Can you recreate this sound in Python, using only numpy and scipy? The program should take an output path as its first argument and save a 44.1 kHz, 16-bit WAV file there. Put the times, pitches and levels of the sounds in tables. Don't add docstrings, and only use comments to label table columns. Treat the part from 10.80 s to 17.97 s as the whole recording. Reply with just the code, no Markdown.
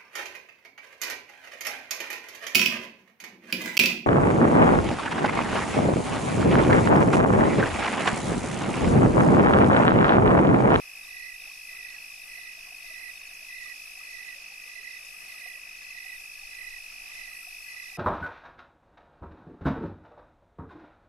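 import sys
import numpy as np
from scipy import signal
from scipy.fft import rfft, irfft
from scipy.io import wavfile
from scipy.ndimage import uniform_filter1d

SR = 44100
rng = np.random.default_rng(int(sys.argv[2]) if len(sys.argv) > 2 else 0)


def transcribe(u):
    v = np.clip(np.atleast_2d(u).T, -1, 1)
    q = np.round(v * 32767).astype(np.int16)
    wavfile.write(sys.argv[1], SR, q)


def makeup_ratio(level_db):
    decades = np.asarray(level_db, float) / 20
    return 10 ** decades


N = 316312
T = np.arange(N) / SR
END_S = 7.2
FAR_ECHO_DB = -12


def curve(table, column=1):
    points = np.array(table)
    return np.interp(T, points[:, 0], points[:, column])


def walk(rate):
    k = int(SR / rate)
    held = np.repeat(rng.standard_normal(N // k + 1), k)
    return 1.62 * uniform_filter1d(uniform_filter1d(held, k), k)[:N]


def coloured(points, noise, column=1):
    points = np.array(points)
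    log_hz = np.log(np.arange(N // 2 + 1) * SR / N + 1)
    db = np.interp(log_hz, np.log(points[:, 0]), points[:, column], left=-200, right=-200)
    return irfft(rfft(noise) * makeup_ratio(db), N) * np.sqrt(SR / 2)


def strokes(mids, db, hz, fall_hz, length, lean=1., blunt=0.8, overtone_db=-60,
            scatter_db=1.5, scatter_hz=15, jitter=.0005):
    out, pad = np.zeros(N + 2 * SR), SR
    u = np.arange(int(length * SR)) / (length * SR)
    shape = np.abs(np.sin(np.pi * u ** lean)) ** blunt
    chance = rng.standard_normal((len(mids), 4))
    for mid, d, f, c in zip(*np.broadcast_arrays(mids, db, hz), chance):
        glide_hz = f + scatter_hz * c[0] - fall_hz * (u ** 2 - 1 / 3)
        phase = 2 * np.pi * np.cumsum(glide_hz) / SR + 9 * c[1]
        tone = np.sin(phase) + makeup_ratio(overtone_db) * (1 - u) ** 2 * np.sin(2 * phase)
        i = pad + int((mid + jitter * c[2] - length / 2) * SR)
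        out[i:i + len(u)] += makeup_ratio(d + scatter_db * c[3]) * shape * tone
    return out[pad:pad + N]


def place(x, left_db, right_db, wet_db, t60=0.34):
    t = np.arange(int(.4 * SR)) / SR
    tail = rng.standard_normal((2, len(t))) * np.exp(-np.log(1000) * t / t60)
    tail /= np.sqrt(np.sum(tail ** 2, axis=1, keepdims=True))
    wet = signal.fftconvolve(x[None], tail, axes=1)[:, :N]
    return (x + makeup_ratio(wet_db) * wet) * makeup_ratio(np.array([[left_db], [right_db]]))


def mole_cricket():
    # t/s, wing strokes so far, level/dB
    trill = [(0.0197, 1, -43), (0.4847, 25, -42.5), (0.7179, 37, -41.8), (1.1858, 61, -42.3),
             (1.8899, 97, -43.2), (2.3573, 121, -42.7), (3.5268, 181, -42.4), (3.996, 205, -43.8),
             (4.6989, 241, -42.6), (5.8692, 301, -42.7), (7.0411, 361, -42.7)]
    s, turns, db = np.transpose(trill)
    rate = (turns[-1] - turns[0]) / (s[-1] - s[0])
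    k = np.arange(0, int(N / SR * rate) + 2)
    known_turns = np.r_[0, turns, turns[-1] + rate]
    known_s = np.r_[s[0] - 1 / rate, s, s[-1] + 1]
    mids = np.interp(k, known_turns, known_s) - .0003
    song = strokes(mids, np.interp(mids, s, db) + 4.0, 2547.5, 216, length=.0128, lean=1.35, blunt=.75,
                   scatter_db=1., scatter_hz=10, jitter=.0003)
    left = strokes(np.arange(.005, END_S, .0205), -60, 2820, 200, .016,
                   scatter_db=2, scatter_hz=50, jitter=.002)
    right = strokes(np.arange(.009, END_S, .0187), -54.8, 2750, 220, .016,
                    scatter_db=2, scatter_hz=60, jitter=.002)
    far = place(left, .1, -11, FAR_ECHO_DB) + place(right, -6, 0.11, FAR_ECHO_DB)
    return place(song, -1.54, 1.74, -13.5, t60=0.12) + far


def tree_crickets():
    chirp_strokes = [0, .028, .063, .091, .119, .154, .182, .21]
    # t/s, level/dB
    lead_chirps = [(.275, -39.5), (.888, -42.5), (1.484, -40), (2.068, -39), (2.686, -39), (3.27, -39.5),
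                   (3.888, -38.5), (4.486, -39.5), (5.108, -39), (5.717, -38), (6.313, -39.5), (6.9, -40)]
    # t/s, level/dB
    answer_chirps = [(.328, -39), (.926, -40.5), (1.5, -44.5), (2.079, -39), (2.699, -38), (3.313, -38.5),
                     (3.949, -39.5), (4.555, -41), (5.135, -39), (5.748, -38.5), (6.379, -42),
                     (6.96, -41.5)]
    # t/s, level/dB
    far_swells = [(0., -48.5), (.42, -43), (.96, -44), (1.6, -42.5), (2.12, -46), (2.75, -40.5),
                  (3.27, -42.5), (3.82, -43), (4.11, -45), (4.47, -44), (4.8, -46), (5.06, -43.5),
                  (5.7, -46), (6.33, -43.5), (6.92, -42)]
    murmur_db, swell_s = -49, 0.07

    grid = np.array(chirp_strokes) + .012
    effort_db = np.interp(grid, [.012, .08, .22], [-2.5, .3, .1])
    near = 0
    for chirps, hz, fall_hz, overtone_db in ((lead_chirps, 1995, 168, -4.5), (answer_chirps, 1955, 142, -18)):
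        s, db = np.transpose(chirps)
        mids = (s[:, None] + grid).ravel()
        near = near + strokes(mids, (db[:, None] + effort_db).ravel(), hz, fall_hz, .025,
                              overtone_db=overtone_db)

    s, db = np.transpose(far_swells)
    group = 0
    for hz, period_s in ((1990, .0298), (2010, .0312), (1965, .033), (2005, .0287)):
        mids = np.arange(0, END_S, period_s)
        swell_db = np.exp(-((mids[:, None] - s) / swell_s) ** 2 / 2) @ (db - murmur_db)
        group = group + strokes(mids, murmur_db + swell_db - 5, hz, 152, .024, scatter_db=2.0, jitter=.003)
    return place(near, -44, 0.091, -8.5, t60=0.087) + place(group, -0.079, -45, FAR_ECHO_DB)


def field_crickets():
    # t/s, level/dB
    chirps_of_three = [(.321, -56), (.704, -54), (1.098, -52), (1.521, -58), (1.972, -53.5), (2.36, -53),
                       (2.774, -55), (3.191, -51.5), (3.617, -55), (4.031, -54), (4.485, -56.5),
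                       (4.984, -51.5), (5.54, -52), (6.038, -56), (6.445, -54), (6.838, -51.5)]
    # t/s, level/dB
    chirps_of_four = [(-.178, -55), (.187, -53), (.553, -53), (.915, -53), (1.262, -54.5), (1.61, -54),
                      (1.958, -54.5), (2.313, -52.5), (2.664, -54.5), (3.015, -57), (3.382, -53),
                      (3.752, -57), (4.12, -53.5), (4.478, -54), (4.84, -56), (5.187, -53), (5.56, -55),
                      (5.915, -56), (6.281, -52.5), (6.635, -59), (6.98, -55.5)]
    s, db = np.transpose(chirps_of_three)
    mids = s[:, None] + .057 * np.arange(3)
    stroke_db = db[:, None] + [-3.5, -1, -.2]
    threes = strokes(mids.ravel(), stroke_db.ravel(), 4345, 200, .022, blunt=.7)

    s, db = np.transpose(chirps_of_four)
    mids = s[:, None] + .062 * np.arange(4) - .006
    stroke_db = db[:, None] + [-4, -1, -.5, -.5]
    fours = strokes(mids.ravel(), stroke_db.ravel(), 3660, 400, .032, blunt=.6, jitter=.002)

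    ticks = np.arange(.046, END_S, .07135)
    ticks_db = np.where((ticks > 2.4) & (ticks < 5.5), -55, -60)
    high = strokes(ticks, ticks_db, 6620, 250, .02, scatter_db=3, scatter_hz=80, jitter=.003)
    low = strokes(np.arange(.045, END_S, .0513), -64.5, 1698, 70, .022, scatter_db=3.5, jitter=0.002116)
    return (place(threes, .5, -3, FAR_ECHO_DB) + place(fours, -1.5, -7, FAR_ECHO_DB)
            + place(high, -10, .5, FAR_ECHO_DB) + place(low, -1.5, .5, FAR_ECHO_DB))


def water():
    # t/s, peak level/dB, f/Hz
    low_blips = [(.37, -62, 740), (.622, -62, 730), (.676, -60, 800), (.919, -60.5, 690), (1.071, -63, 690),
                 (1.586, -56.5, 720), (1.783, -61, 670), (1.88, -57.5, 720), (1.924, -56, 720),
                 (2.045, -58, 704), (2.113, -56.5, 650), (2.727, -60, 720), (2.781, -61.5, 684),
                 (3.18, -62, 754), (3.722, -58, 843), (4.48, -62, 760), (4.612, -61.5, 607),
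                 (4.665, -53, 714), (4.779, -60, 640), (5.259, -55, 760), (5.634, -57, 790),
                 (6.157, -59.5, 710), (6.254, -62, 766), (6.678, -51, 720), (7.127, -59, 772)]
    # t/s, peak level/dB, f/Hz
    high_blips = [(.003, -57, 1200), (.282, -59, 1150), (.71, -59, 1125), (.945, -59, 1300),
                  (1.314, -59, 1144), (1.873, -60, 1090), (2.094, -62, 1260), (2.42, -59.5, 1116),
                  (2.864, -56, 1240), (2.899, -59, 1130), (3.073, -61, 1290), (3.21, -55.5, 1260),
                  (3.883, -60, 1210), (3.938, -63, 1250), (4.344, -59, 1240), (4.421, -59, 1220),
                  (4.552, -60, 1270), (4.664, -58, 1150), (4.916, -61, 1290), (5.023, -60, 1190),
                  (5.609, -63, 1200), (6.121, -58.5, 1315), (6.519, -57, 1270), (6.634, -59, 1360),
                  (7.035, -59, 1180)]
    # t/s, peak level/dB, f/Hz
    deep_blips = [
        (3.57, -60, 563),
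        (3.72, -68, 523),
        (3.87, -68, 510),
        (4.01, -62.5, 430),
        (4.249, -64, 530),
        (4.67, -62, 521),
        (4.76, -66, 510),
    ]
    low = strokes(*np.transpose(low_blips), -94, 0.01984, scatter_hz=6.9, scatter_db=2.3)
    low += strokes(*np.transpose(deep_blips), -63, .03, lean=0.6, scatter_hz=5.0, scatter_db=2.0)
    high = strokes(*np.transpose(high_blips), -120, .018, lean=0.97, scatter_hz=3.5, scatter_db=0.7)
    high += strokes([4.732], -48, 3300, 600, .003)
    faint = np.arange(.1, END_S, .22)
    low += strokes(faint, -63, 717, -90, 0.01993, scatter_hz=55, scatter_db=1.3, jitter=.07)
    high += strokes(faint, -63, 1220, -120, .018, scatter_hz=55, scatter_db=1.3, jitter=.07)
    return place(low, -0.4, 0.33, FAR_ECHO_DB) + place(high, -1.6, 1.6, FAR_ECHO_DB)


def katydids():
    # t/s, level/dB
    effort = [(0, -51.7), (.4, -51.5), (.85, -50), (1.2, -51), (1.8, -51), (2.8, -52), (3, -50),
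              (3.3, -52.5), (4.05, -53.3), (4.4, -49.5), (4.7, -51.5), (5, -52.9), (5.6, -51), (6.4, -51),
              (7.17, -52)]
    # f/Hz, left level/dB, right level/dB
    buzz = [(6660, -34, -18), (7110, -7, -7), (7430, -7.5, 2.5), (8640, -2.5, -4), (8650, -5, -3),
            (10200, -1, -1), (11400, -0.6, -0.5), (12400, -5, -10), (13640, -9, -11), (14400, -14.5, -15),
            (15300, -16, -10)]
    # middle t/s, half length/s, rise/dB
    right_rasps = [
        (5.725, .04, 4.5),
        (5.835, .04, 7),
    ]
    rasp = np.array([coloured(buzz, rng.standard_normal(N), column=c) for c in (1, 2)])
    slow_phase = 2 * np.pi * np.cumsum(86 + 1.43 * walk(3.2)) / SR
    fast_phase = 2 * np.pi * np.cumsum(171 + 3 * walk(3)) / SR
    teeth = 1 + 0.1 * np.sin(slow_phase) + 0.14 * np.sin(fast_phase)
    left_db = curve(effort)
    right_db = -62.5 + .3 * (left_db - left_db.mean()) + .4 * walk(1.5)
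    for s, half_s, rise_db in right_rasps:
        right_db = right_db + rise_db * np.exp(-((T - s) / half_s) ** 2)
    db = np.array([side + 0.5 + .6 * walk(9) for side in (left_db, right_db)])
    return rasp / rasp.std(axis=1, keepdims=True) * teeth * makeup_ratio(db)


def air_hiss():
    # f/Hz, left level/dB per Hz, right level/dB per Hz
    air = [(40, -101, -95), (70, -92.5, -99), (153, -96.5, -94), (376, -99, -99), (530, -99, -99),
           (720, -93, -91.5), (980, -100, -99), (1150, -95, -93), (1460, -99, -96.5), (2490, -84, -82),
           (2980, -99.5, -86.5), (3540, -110, -110)]
    shared, own = rng.standard_normal(N), rng.standard_normal((2, N))
    shared = signal.sosfilt(signal.butter(1, 350, "high", fs=SR, output="sos"), shared)
    like = 0.58
    sides = []
    for c in range(2):
        noise = np.sqrt(like) * shared + np.sqrt(1 - like) * own[c]
        sides.append(coloured(air, noise, column=c + 1) * makeup_ratio(1.3 * walk(13)))
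    return np.array(sides)


def far_chorus():
    # f/Hz, left level/dB per Hz, right level/dB per Hz
    chorus = [(2660, -100, -106), (3290, -92.5, -90), (3850, -92.5, -91.5), (4685, -90.5, -88.5),
              (5130, -82.5, -81), (5500, -83, -85.5), (5810, -91, -85.5), (6740, -90, -93.5),
              (7200, -101, -104), (7530, -115, -110)]
    sides = []
    for c in (1, 2):
        flutter_db = 0.41 * walk(9) + 0.59 * walk(20)
        sides.append(coloured(chorus, rng.standard_normal(N), column=c) * makeup_ratio(flutter_db))
    return np.array(sides)


def wind():
    # t/s, level/dB
    gusts = [
        (0.0, -74),
        (0.34, -62),
        (0.56, -65.5),
        (4.27, -68),
        (5.49, -65),
        (5.65, -60.5),
        (7.17, -66),
    ]
    noise = rng.standard_normal((2, N))
    rumble = coloured([(8, -4), (22, -4.0), (36, -13.5), (55, -33), (70, -46)], noise + 0.1 * noise[::-1])
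    return rumble / rumble.std() * makeup_ratio(curve(gusts) + np.array([[5], [.5]])) * [[1], [-1]]


def hum():
    return makeup_ratio(-87) * np.sin(2 * np.pi * 122 * T + 0.47 * np.cumsum(walk(17)) / 300)


def weak_bands_drop_out(x):
    # f/Hz, level/dB
    drops = [(2900, -9), (3200, -4.5), (4500, -4.5), (4900, -8), (6400, -5), (6900, .2), (7400, 1),
             (7800, -5), (12000, -5), (13500, -2), (14400, -.5), (14800, 2), (15600, 3.5)]
    hz, _, z = signal.stft(x, SR, nperseg=2048)
    band = 9
    power = uniform_filter1d(np.abs(z) ** 2, size=band, axis=1)
    power = power[:, np.arange(len(hz)) // band * band] + 1e-18
    rel_db = 10 * np.log10(power / power.mean(axis=2, keepdims=True))
    treble_db = rel_db[:1, (hz > 8000) & (hz < 13000)].mean(axis=1, keepdims=True)
    masker_db = uniform_filter1d(treble_db, size=9, axis=2)
    limit_db = np.interp(hz, *np.transpose(drops), left=-99)[:, None]
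    side_db = np.reshape([0, .8], (2, 1, 1))
    limit_db = limit_db + (hz > 6000)[:, None] * (masker_db + side_db)
    return signal.istft(z * (rel_db > limit_db), SR, nperseg=2048)[1][:, :N]


def scene():
    insects = mole_cricket() + tree_crickets() + field_crickets()
    return insects + water() + katydids() + air_hiss() + far_chorus() + wind() + hum()


def band_limit(x):
    return signal.sosfilt(signal.butter(12, 15700, fs=SR, output="sos"), x)


def record(dry):
    mix = weak_bands_drop_out(dry)
    return band_limit(mix)


dry = scene()
out = record(dry)
transcribe(out)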